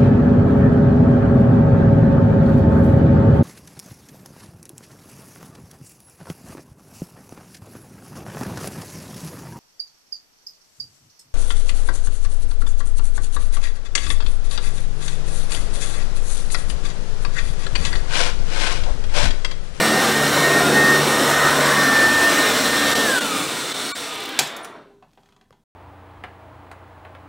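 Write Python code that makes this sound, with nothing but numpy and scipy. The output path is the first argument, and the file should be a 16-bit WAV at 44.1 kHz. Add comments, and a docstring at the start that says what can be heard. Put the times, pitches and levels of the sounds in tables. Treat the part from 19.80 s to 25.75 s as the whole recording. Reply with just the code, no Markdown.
"""Upright vacuum cleaner on carpet

Heard from the handle: air roars through the ducts, a seven-blade fan whines, the motor hums and
the belt-driven brush roll drones. Switched off, the shaft coasts down and the tones fall with it.
The handle is swung upright and latches with a loud plastic clack; the parked machine creaks and ticks."""
import sys
import numpy as np
from scipy import signal
from scipy.fft import rfft, irfft
from scipy.io import wavfile
from scipy.ndimage import uniform_filter1d

SR = 44100
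rng = np.random.default_rng(int(sys.argv[2]) if len(sys.argv) > 2 else 0)


def transcribe(signal):
    """Save signal, clipped to [-1, 1], as a 16-bit WAV file at the path in sys.argv[1]."""
    frames = np.atleast_2d(signal).T
    limited = np.clip(frames, -1, 1)
    pcm = np.round(limited * 32767).astype(np.int16)
    wavfile.write(sys.argv[1], SR, pcm)


N = 262395
TIME = np.arange(N) / SR
OFF_S, END_S = 3.232, 5.84
BELT_RATIO = .2762  # brush turns per shaft turn
TILT_FROM_HZ = 1500

# Shaft under power, sagging as the nozzle grips the carpet: time_s, speed_hz
SHAFT_SPEED = [(0, 263.4), (1.88, 263), (2, 260.4), (2.08, 256.6), (2.2, 255.2), (2.6, 260.3)]
def shaft_speed(drag_halving_s=.68, friction_hz=50):
    """Turns per second: held until switch-off, then braked by air drag and, below friction_hz, friction."""
    powered_hz = curve(SHAFT_SPEED)
    braking = np.maximum(TIME - OFF_S, 0) * friction_hz / (powered_hz * drag_halving_s)
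    speed_hz = friction_hz * np.tan(np.arctan(powered_hz / friction_hz) - braking)
    return speed_hz * (1 + .001 * walk(8.2))


# Air under power, as the machine is pushed and turned: time_s, roar_db, rush_db, hiss_db
POWERED_FLOW = [(0.24, -22, -23, -26), (0.35, -24, -22.5, -26.5), (0.91, -19.5, -22, -26.5),
                (1.57, -23, -22, -26), (1.59, -23.5, -18, -27), (3.1, -25, -26, -24),
                (3.2, -23.5, -25.5, -24.5)]
# Run-down, roar to fine hiss: half_speed_loss_db, exponent, die_from_s, die_db_per_s
RUN_DOWN = [(11, .75, 4.99, 83), (8.5, .65, 4.926, 126), (6.5, .55, 4.686, 84), (5, 1, 4.19, 46.5)]
def flow_levels(shaft_hz, fine_hiss_db=-26.5, knee_s=.036):
    """Roar, rush, hiss and fine hiss in dB: they sink as the fan slows, then die, the highest first."""
    halvings = np.maximum(np.log2(curve(SHAFT_SPEED) / shaft_hz), 0)
    powered_db = [curve(POWERED_FLOW, column) for column in (1, 2, 3)] + [fine_hiss_db]
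    return [db - loss_db * halvings ** exponent - db_per_s * knee_s * np.logaddexp(0, (TIME - s) / knee_s)
            for db, (loss_db, exponent, s, db_per_s) in zip(powered_db, RUN_DOWN)]


# Air noise spectrum: freq_hz, gain_db
AIR_SPECTRUM = [(20, -36.5), (50, -25.5), (100, -8.5), (160, -3.5), (260, 2), (650, 2.5), (850, -1.5),
                (1450, -0.5), (2000, -6), (2500, -12), (4800, -17.5), (8000, -18.5), (12500, -26.5),
                (16000, -24.5)]
# Duct and motor housing resonances: centre_hz, width_hz, gain_db
DUCT_RESONANCES = [(272, 30, 7), (1200, 130, 1), (3100, 620, 3), (3652, 210, 6), (4113, 430, 6.5),
                   (5600, 710, 5.5), (7640, 170, 4.5), (8500, 820, 3), (11200, 3400, 3.5)]
# Hollow body, ringing through as the jet dies: centre_hz, width_hz, gain_db
HOLLOW_BODY = [(70, 19, -7.5), (158, 17, 4.5), (225, 19, 4.5), (262, 43, -4), (414, 190, 3), (554, 78, -5),
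               (1400, 98, 1.5), (1700, 230, -3.5), (1990, 61, -3.5), (2300, 80, 4), (3520, 130, 7.5),
               (4460, 220, 3.5), (7790, 140, 5), (8790, 410, 6.5), (13000, 3500, -4.5)]
# Suction resonance, rising as the nozzle tips and seals: time_s, centre_hz, gain_db
NOZZLE_RESONANCE = [(1.52, 1200, 0), (1.67, 1330, 8), (1.73, 1350, 3), (1.79, 1450, 6), (1.82, 1620, 3),
                    (1.87, 1690, 8), (1.94, 1770, 7), (2.05, 1800, 0)]
def airflow(shaft_hz, throb_depth=.023, flutter_db=.5, patchy_db=3, nozzle_width_hz=130):
    """Turbulence rings the ducts and throbs with the brush roll."""
    window = dict(nperseg=2048, noverlap=1536)
    hz, t, spectrum = signal.stft(rng.standard_normal(N), fs=SR, **window)
    hz = hz[:, None]
    frames = np.minimum((t * SR).astype(int), N - 1)
    hollowness = np.interp(shaft_hz[frames], [150, shaft_hz.max()], [1, 0])
    ducts_db = shape_db(AIR_SPECTRUM, hz) + bumps_db(DUCT_RESONANCES, hz)
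    timbre = undb(ducts_db + hollowness * bumps_db(HOLLOW_BODY, hz))
    bands_hz = [(130, 800), (800, 1700), (2500, 4400), (4400, 15000)]  # roar, rush, hiss, fine hiss
    log_centres = np.log(bands_hz).mean(axis=1)
    flow_db = 0
    for k, ((lo, hi), band_db) in enumerate(zip(bands_hz, flow_levels(shaft_hz))):
        timbre_db = 10 * np.log10(np.mean(timbre ** 2 * (hz > lo) * (hz < hi), axis=0))
        share = np.interp(np.log(hz + 1), log_centres, np.eye(len(bands_hz))[k])
        flow_db = flow_db + share * (band_db[frames] - timbre_db)
    seal_hz, seal_db = (curve(NOZZLE_RESONANCE, column)[frames] for column in (1, 2))
    nozzle_db = bumps_db([(seal_hz, nozzle_width_hz, seal_db)], hz)
    ripple_db = patchy_db * spectral_ripple(spectrum.shape)
    air = signal.istft(spectrum * timbre * undb(flow_db + nozzle_db + ripple_db), **window)[1][:N]
    throb = 1 + throb_depth * np.sin(2 * np.pi * np.cumsum(2 * shaft_hz * BELT_RATIO) / SR)
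    return air * throb * undb(-.96 + flutter_db * walk(30))


# Fan whine swelling and abruptly dropping away: time_s, level_db
WHINE_LEVEL = [(0, -28), (.22, -26), (.26, -45), (.32, -30), (.47, -26), (.51, -42), (.61, -35),
               (.645, -19), (.74, -22.5), (.78, -17.5), (.87, -42), (.915, -40), (.96, -19.5), (1, -17),
               (1.17, -19), (1.24, -42), (1.33, -23.5), (1.47, -42), (1.53, -24.5), (1.68, -23),
               (1.72, -33), (1.93, -29), (1.98, -20), (2.1, -20), (2.21, -16.5), (2.34, -20.3),
               (2.48, -17.5), (2.53, -35), (2.58, -21.5), (2.68, -26), (2.71, -40), (2.8, -40),
               (2.92, -26.5), (3.24, -25.5)]
# Housing radiation; the falling whine flares at its resonances: pitch_hz, gain_db
HOUSING_GAIN = [(500, -90), (800, -33), (930, -25), (985, -11.5), (1060, -22), (1160, -9.5), (1265, -4),
                (1410, -3), (1500, 3.5), (1570, 1), (1650, 4.5), (1780, 1.3), (1845, 1.9)]
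def fan_whine(shaft_hz, blades=7):
    """Blade-passing tone: clean under power; as it falls it roughens and the room smears it."""
    blade_hz = blades * shaft_hz
    coasting = np.clip((TIME - OFF_S) / .06, 0, 1)
    level_db = curve(WHINE_LEVEL) + shape_db(HOUSING_GAIN, blade_hz)
    whine = tone(blade_hz, level_db, fade_db=1 + coasting, fade_hz=40, blur_rad=.12 + .15 * coasting)
    return whine * (1 - coasting) + room(whine * coasting, wet_db=-8.5, t60_s=.33)


# Unbalance, blade overtones, commutator and bearings: shaft_multiple, level_db
MOTOR_TONES = [(1, -46), (5.23, -43), (13.12, -43.5), (14, -41.5), (15.74, -44), (21, -43), (22, -45),
               (26.2, -50), (30.47, -49.5), (31.47, -46.5), (34.06, -49.5), (42, -53)]
# Tones from the housing's side, once it faces the listener: shaft_multiple, level_db
SIDE_TONES = [(4.57, -38), (7.96, -42)]
# Magnetic hum: pitch_hz, level_db
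MAGNETIC_HUM = [(480, -34.5), (600, -39.5), (720, -44.5)]
def motor(shaft_hz, side_rise_db=11, hum_turn_db=-6):
    """Shaft tones waver, then fall with the speed and sink ever faster; the hum stops with the current."""
    slowing_db = -24 * np.maximum(TIME - OFF_S, 0) ** 1.7
    partials = MOTOR_TONES + [(k, db - side_rise_db * (1 - turned())) for k, db in SIDE_TONES]
    whirr = sum(tone(k * shaft_hz, db + slowing_db, fade_db=2, fade_hz=7, blur_rad=.65)
                for k, db in partials)
    hum = sum(tone(hz, db + hum_turn_db * turned(), fade_db=3, fade_hz=5.15, blur_rad=.29)
              for hz, db in MAGNETIC_HUM)
    current = np.clip((OFF_S - TIME) / .067, 0, 1)
    return room(whirr, wet_db=-9) + hum * current


# Brush roll drone: roll_multiple, level_db, turn_change_db
BRUSH_TONES = [(1, -48.5, 0), (3, -35.5, -5), (4, -36, 4.5), (5, -37, -3)]
# Two bristle rows beating the carpet: time_s, level_db
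BRISTLE_BEAT = [(0, -40), (.4, -31.5), (1.4, -34), (2.05, -32), (2.4, -47), (3.24, -44), (3.55, -70)]
def brush_roll(shaft_hz):
    """The belt turns the roll; its bristle rows strike the carpet twice a turn."""
    roll_hz = shaft_hz * BELT_RATIO
    speed_db = 110 * np.log10(roll_hz / roll_hz.max())
    drone = sum(tone(k * roll_hz, db + turn_db * turned() + speed_db, fade_db=1.8, fade_hz=4.3, blur_rad=.2)
                for k, db, turn_db in BRUSH_TONES)
    return drone + tone(2 * roll_hz, curve(BRISTLE_BEAT), fade_db=1.2, fade_hz=4.3, blur_rad=.055)


# Level dips: centre_s, half_width_s, depth_db
DIPS = [(3.145, .007, 11), (3.401, .007, 10), (3.935, .008, 8), (4.137, .014, 24)]
# Narrow tones in the dips: centre_s, pitch_hz, level_db
DIP_TONES = [(3.143, 1195, -26), (3.143, 8170, -35), (3.4, 3295, -37), (3.935, 3100, -39), (4.132, 1140, -35),
             (4.124, 1450, -33), (4.128, 2300, -35), (4.131, 3650, -40), (4.129, 4300, -41),
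             (4.143, 7400, -43)]
def dips(x):
    """The level dips briefly now and then, and a few narrow tones stay."""
    gain = undb(-sum(depth_db * swell(s, half_s) for s, half_s, depth_db in DIPS))
    held_tones = sum(tone(hz, db, fade_db=1, fade_hz=50, blur_rad=.5) * swell(s, .016)
                  for s, hz, db in DIP_TONES)
    return gain * x + held_tones


# Latch, rattle, settling knocks: start_s, level_db, tilt_db_per_octave, crack_t60_s, ring_db
BLOWS = [(4.59, -7, 2, 0.021, -8.5), (4.5922, -9.5, 3, 0.039, -4), (4.673, -31, 3, 0.032, -11),
         (4.765, -34.5, 9.5, 0.047, -14), (4.846, -33, 3, 0.044, -9), (5.225, -49, -13.5, 0.087, -3.5),
         (5.333, -56, -1, 0.021, -10), (5.375, -50.5, -12.5, .06, -2), (5.707, -49, -3, 0.0069, -22),
         (5.726, -51, -7, 0.034, -4)]
# Plastic body modes: pitch_hz, gain_db, t60_s
BODY_MODES = [(155, -15.5, 0.13), (220, -12, 0.09), (395, -7, 0.17), (780, -6.5, 0.13), (985, -8.5, 0.12),
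              (1590, -11, .05), (2580, -1, 0.039), (3290, 6, 0.053), (3930, -5, 0.077), (5340, -8.5, 0.044),
              (6410, -5.5, 0.085), (8400, -9, 0.037), (10860, -12, .06)]
# Crack spectrum: freq_hz, gain_db
CRACK_SPECTRUM = [(70, -33), (300, -13.5), (800, 4), (1600, -1.5), (3300, -0.5), (7000, -3), (11000, -10.5),
                  (16000, -20)]
def knocks(size=16384):
    """Each blow or creaking slip cracks and rings the plastic body; the light shell radiates little bass."""
    out, t = np.zeros(N + size), TIME[:size]
    hz, mode_db, t60_s = np.transpose(BODY_MODES)[:, :, None]
    for start_s, db, tilt, crack_t60_s, ring_db in BLOWS + creak():
        crack = colour(rng.standard_normal(size), CRACK_SPECTRUM, tilt) * undb(-60 * t / crack_t60_s)
        gains = undb(mode_db + tilt * np.log2(1 + hz / TILT_FROM_HZ))
        modes = undb(-60 * t / t60_s) * np.sin(2 * np.pi * (hz * t + rng.random(hz.shape)))
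        ring = (gains / np.linalg.norm(gains) * modes).sum(axis=0)
        start = int(start_s * SR)
        out[start:start + size] += undb(db) * (crack + undb(ring_db) * ring)
    shell = signal.sosfilt(signal.butter(4, 130, "high", fs=SR, output="sos"), out[:N])
    return room(shell, wet_db=-6.5, t60_s=.32)


def creak(start_s=5.433, gap_s=.0255, slowing=1.17, level_db=-54.5, step_db=.7):
    """The parked handle sticks and slips, ever slower and a little harder; rows as in BLOWS."""
    tilt_db_per_octave, crack_t60_s, ring_db = -6.5, .033, -5.5
    slips_s = [start_s + gap_s * np.sum(slowing ** np.arange(k)) for k in range(6)]
    return [(s, level_db + k * step_db, tilt_db_per_octave, crack_t60_s, ring_db)
            for k, s in enumerate(slips_s)]


# Spring ping, woody knock, dry snap with its thud: start_s, pitch_hz, level_db, t60_s
RINGS = [(4.825, 9480, -42, 0.17), (4.83, 5950, -51, 0.22), (5.222, 730, -53, .1), (5.224, 980, -49, .05),
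         (5.707, 1150, -44, .015), (5.707, 500, -41, .02), (5.714, 115, -48, .06)]
def rings(attack_share=1 / 16):
    """Single decaying tones with a rough edge; the longer they ring, the softer they start."""
    out = 0
    for start_s, hz, db, t60_s in RINGS:
        t = np.maximum(TIME - start_s, 0)
        attack = np.minimum(t / (attack_share * t60_s), 1)
        out = out + attack * tone(hz, db - 60 * t / t60_s, fade_db=2, fade_hz=80, blur_rad=1.2)
    return out


# Hose flexing as the handle rises, cord dragging: centre_s, half_width_s, level_db
RUSTLES = [(4.378, 0.26, -41.5), (5.42, 0.14, -73)]
# Hose ribs ticking as it bends: centre_s
RIB_TICKS_S = [4.357, 4.405, 4.437, 4.457, 4.493]
def grit(ticks_per_s=1800, spread_db=4, dust_db=-45, dust_fade_db_per_s=21.5, rib_db=-36.5):
    """Tiny uneven ticks: dust in the nozzle, fading after switch-off, and the crackle of hose and cord."""
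    hits = rng.random(N) < ticks_per_s / SR
    clicks = hits * undb(spread_db * np.minimum(rng.exponential(size=N), 3))
    specks = signal.fftconvolve(clicks, np.exp(-TIME[:512] / .00019))[:N] * rng.standard_normal(N)
    dust = undb(dust_db - dust_fade_db_per_s * np.maximum(TIME - OFF_S, 0))
    rustle = sum(undb(db) * swell(s, half_s) for s, half_s, db in RUSTLES)
    ribs = undb(rib_db) * sum(swell(s, .0032) for s in RIB_TICKS_S)
    crackle = colour(specks, [(500, -10.5), (3500, 5), (15000, -10.5)])
    return crackle * (dust + rustle) + unit(specks) * ribs


# Quiet room spectrum: freq_hz, gain_db
ROOM_SPECTRUM = [(25, -20.5), (55, -1.5), (120, 2.5), (220, 4), (400, -8.5), (550, -13), (1000, -17.5),
                 (2500, -28.5), (6000, -27), (15000, -33)]
def background(room_db=-64):
    """Low room noise, and a faint tone that lingers as the motor stops."""
    linger = tone(hz=403, db=-54.5, fade_db=-1, fade_hz=6.1, blur_rad=.08) * swell(5.12, .11)
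    return undb(room_db) * colour(rng.standard_normal(N), ROOM_SPECTRUM) + linger


def room(x, wet_db, t60_s=.24, size=16000):
    """A small carpeted room adds a short diffuse tail, dull on top."""
    t = TIME[:size]
    noise = colour(rng.standard_normal(size), [(100, 9.5), (3000, .5), (15000, -5)])
    tail = noise * undb(-60 * t / t60_s) * (t > .004)
    return x + undb(wet_db) * signal.fftconvolve(x, tail / np.linalg.norm(tail))[:N]


def spectral_ripple(shape):
    """Random narrow peaks and notches that shift slowly over time."""
    field = rng.standard_normal(shape)
    for size, axis in [(2, 0), (20, 1), (7, 1)]:  # axis 0 frequency, 1 time
        field = uniform_filter1d(field, size=size, axis=axis)
    return unit(field)


def turned(start_s=1.4, end_s=2.6):
    """How far the machine has swung side-on to the listener, 0 to 1."""
    return np.interp(TIME, [start_s, end_s], [0, 1])


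def tone(hz, db, fade_db, fade_hz, blur_rad):
    """A steady or gliding sine whose level and phase wander."""
    phase = 2 * np.pi * np.cumsum(np.broadcast_to(hz, N)) / SR + blur_rad * walk(45)
    return np.sqrt(2) * undb(db + fade_db * walk(fade_hz)) * np.sin(phase)


def walk(rate_hz):
    """Random drift with a spread near 1."""
    return 1.34 * np.interp(TIME * rate_hz, np.arange(512), rng.standard_normal(512))


def swell(centre_s, half_width_s):
    """Flat-topped rise and fall, 0 to 1."""
    return np.exp(-((TIME - centre_s) / half_width_s) ** 4)


def curve(rows, column=1):
    """A table column joined by straight lines in time."""
    rows = np.array(rows)
    return np.interp(TIME, rows[:, 0], rows[:, column])


def colour(x, points, tilt_db_per_octave=0):
    """Filter by a spectrum and a treble tilt; rms 1."""
    hz = np.fft.rfftfreq(len(x), 1 / SR)
    gain_db = shape_db(points, hz) + tilt_db_per_octave * np.log2(1 + hz / TILT_FROM_HZ)
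    return unit(irfft(rfft(x) * undb(gain_db), len(x)))


def shape_db(points, hz):
    """A spectrum read on a log-frequency axis."""
    points_hz, db = np.transpose(points)
    return np.interp(np.log(hz + 1), np.log(points_hz), db)


def bumps_db(resonances, hz):
    """Summed resonance humps."""
    return sum(db / (1 + (2 * (hz - centre_hz) / width_hz) ** 2) for centre_hz, width_hz, db in resonances)


def undb(db):
    """Decibels to gain."""
    return 10 ** (np.asarray(db) / 20)


def unit(x):
    """Scale to rms 1."""
    return x / np.sqrt(np.mean(x ** 2))


def scene():
    """One shaft drives fan, motor and brush; both channels are the same."""
    shaft_hz = shaft_speed()
    machine = airflow(shaft_hz) + motor(shaft_hz) + brush_roll(shaft_hz) + grit()
    mono = dips(machine) + fan_whine(shaft_hz) + knocks() + rings() + background()
    return np.array([mono, mono])


def record(dry):
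    """The loudest peaks are rounded, the sound stops at END_S and the top is cut steeply."""
    ceiling, top_hz = .85, 15750
    rounded = dry / (1 + (dry / ceiling) ** 6) ** (1 / 6)
    stop = np.clip((END_S - TIME) / .004, 0, 1)
    return signal.sosfilt(signal.ellip(12, .1, 80, top_hz, fs=SR, output="sos"), rounded * stop)


dry = scene()
out = record(dry)
transcribe(out)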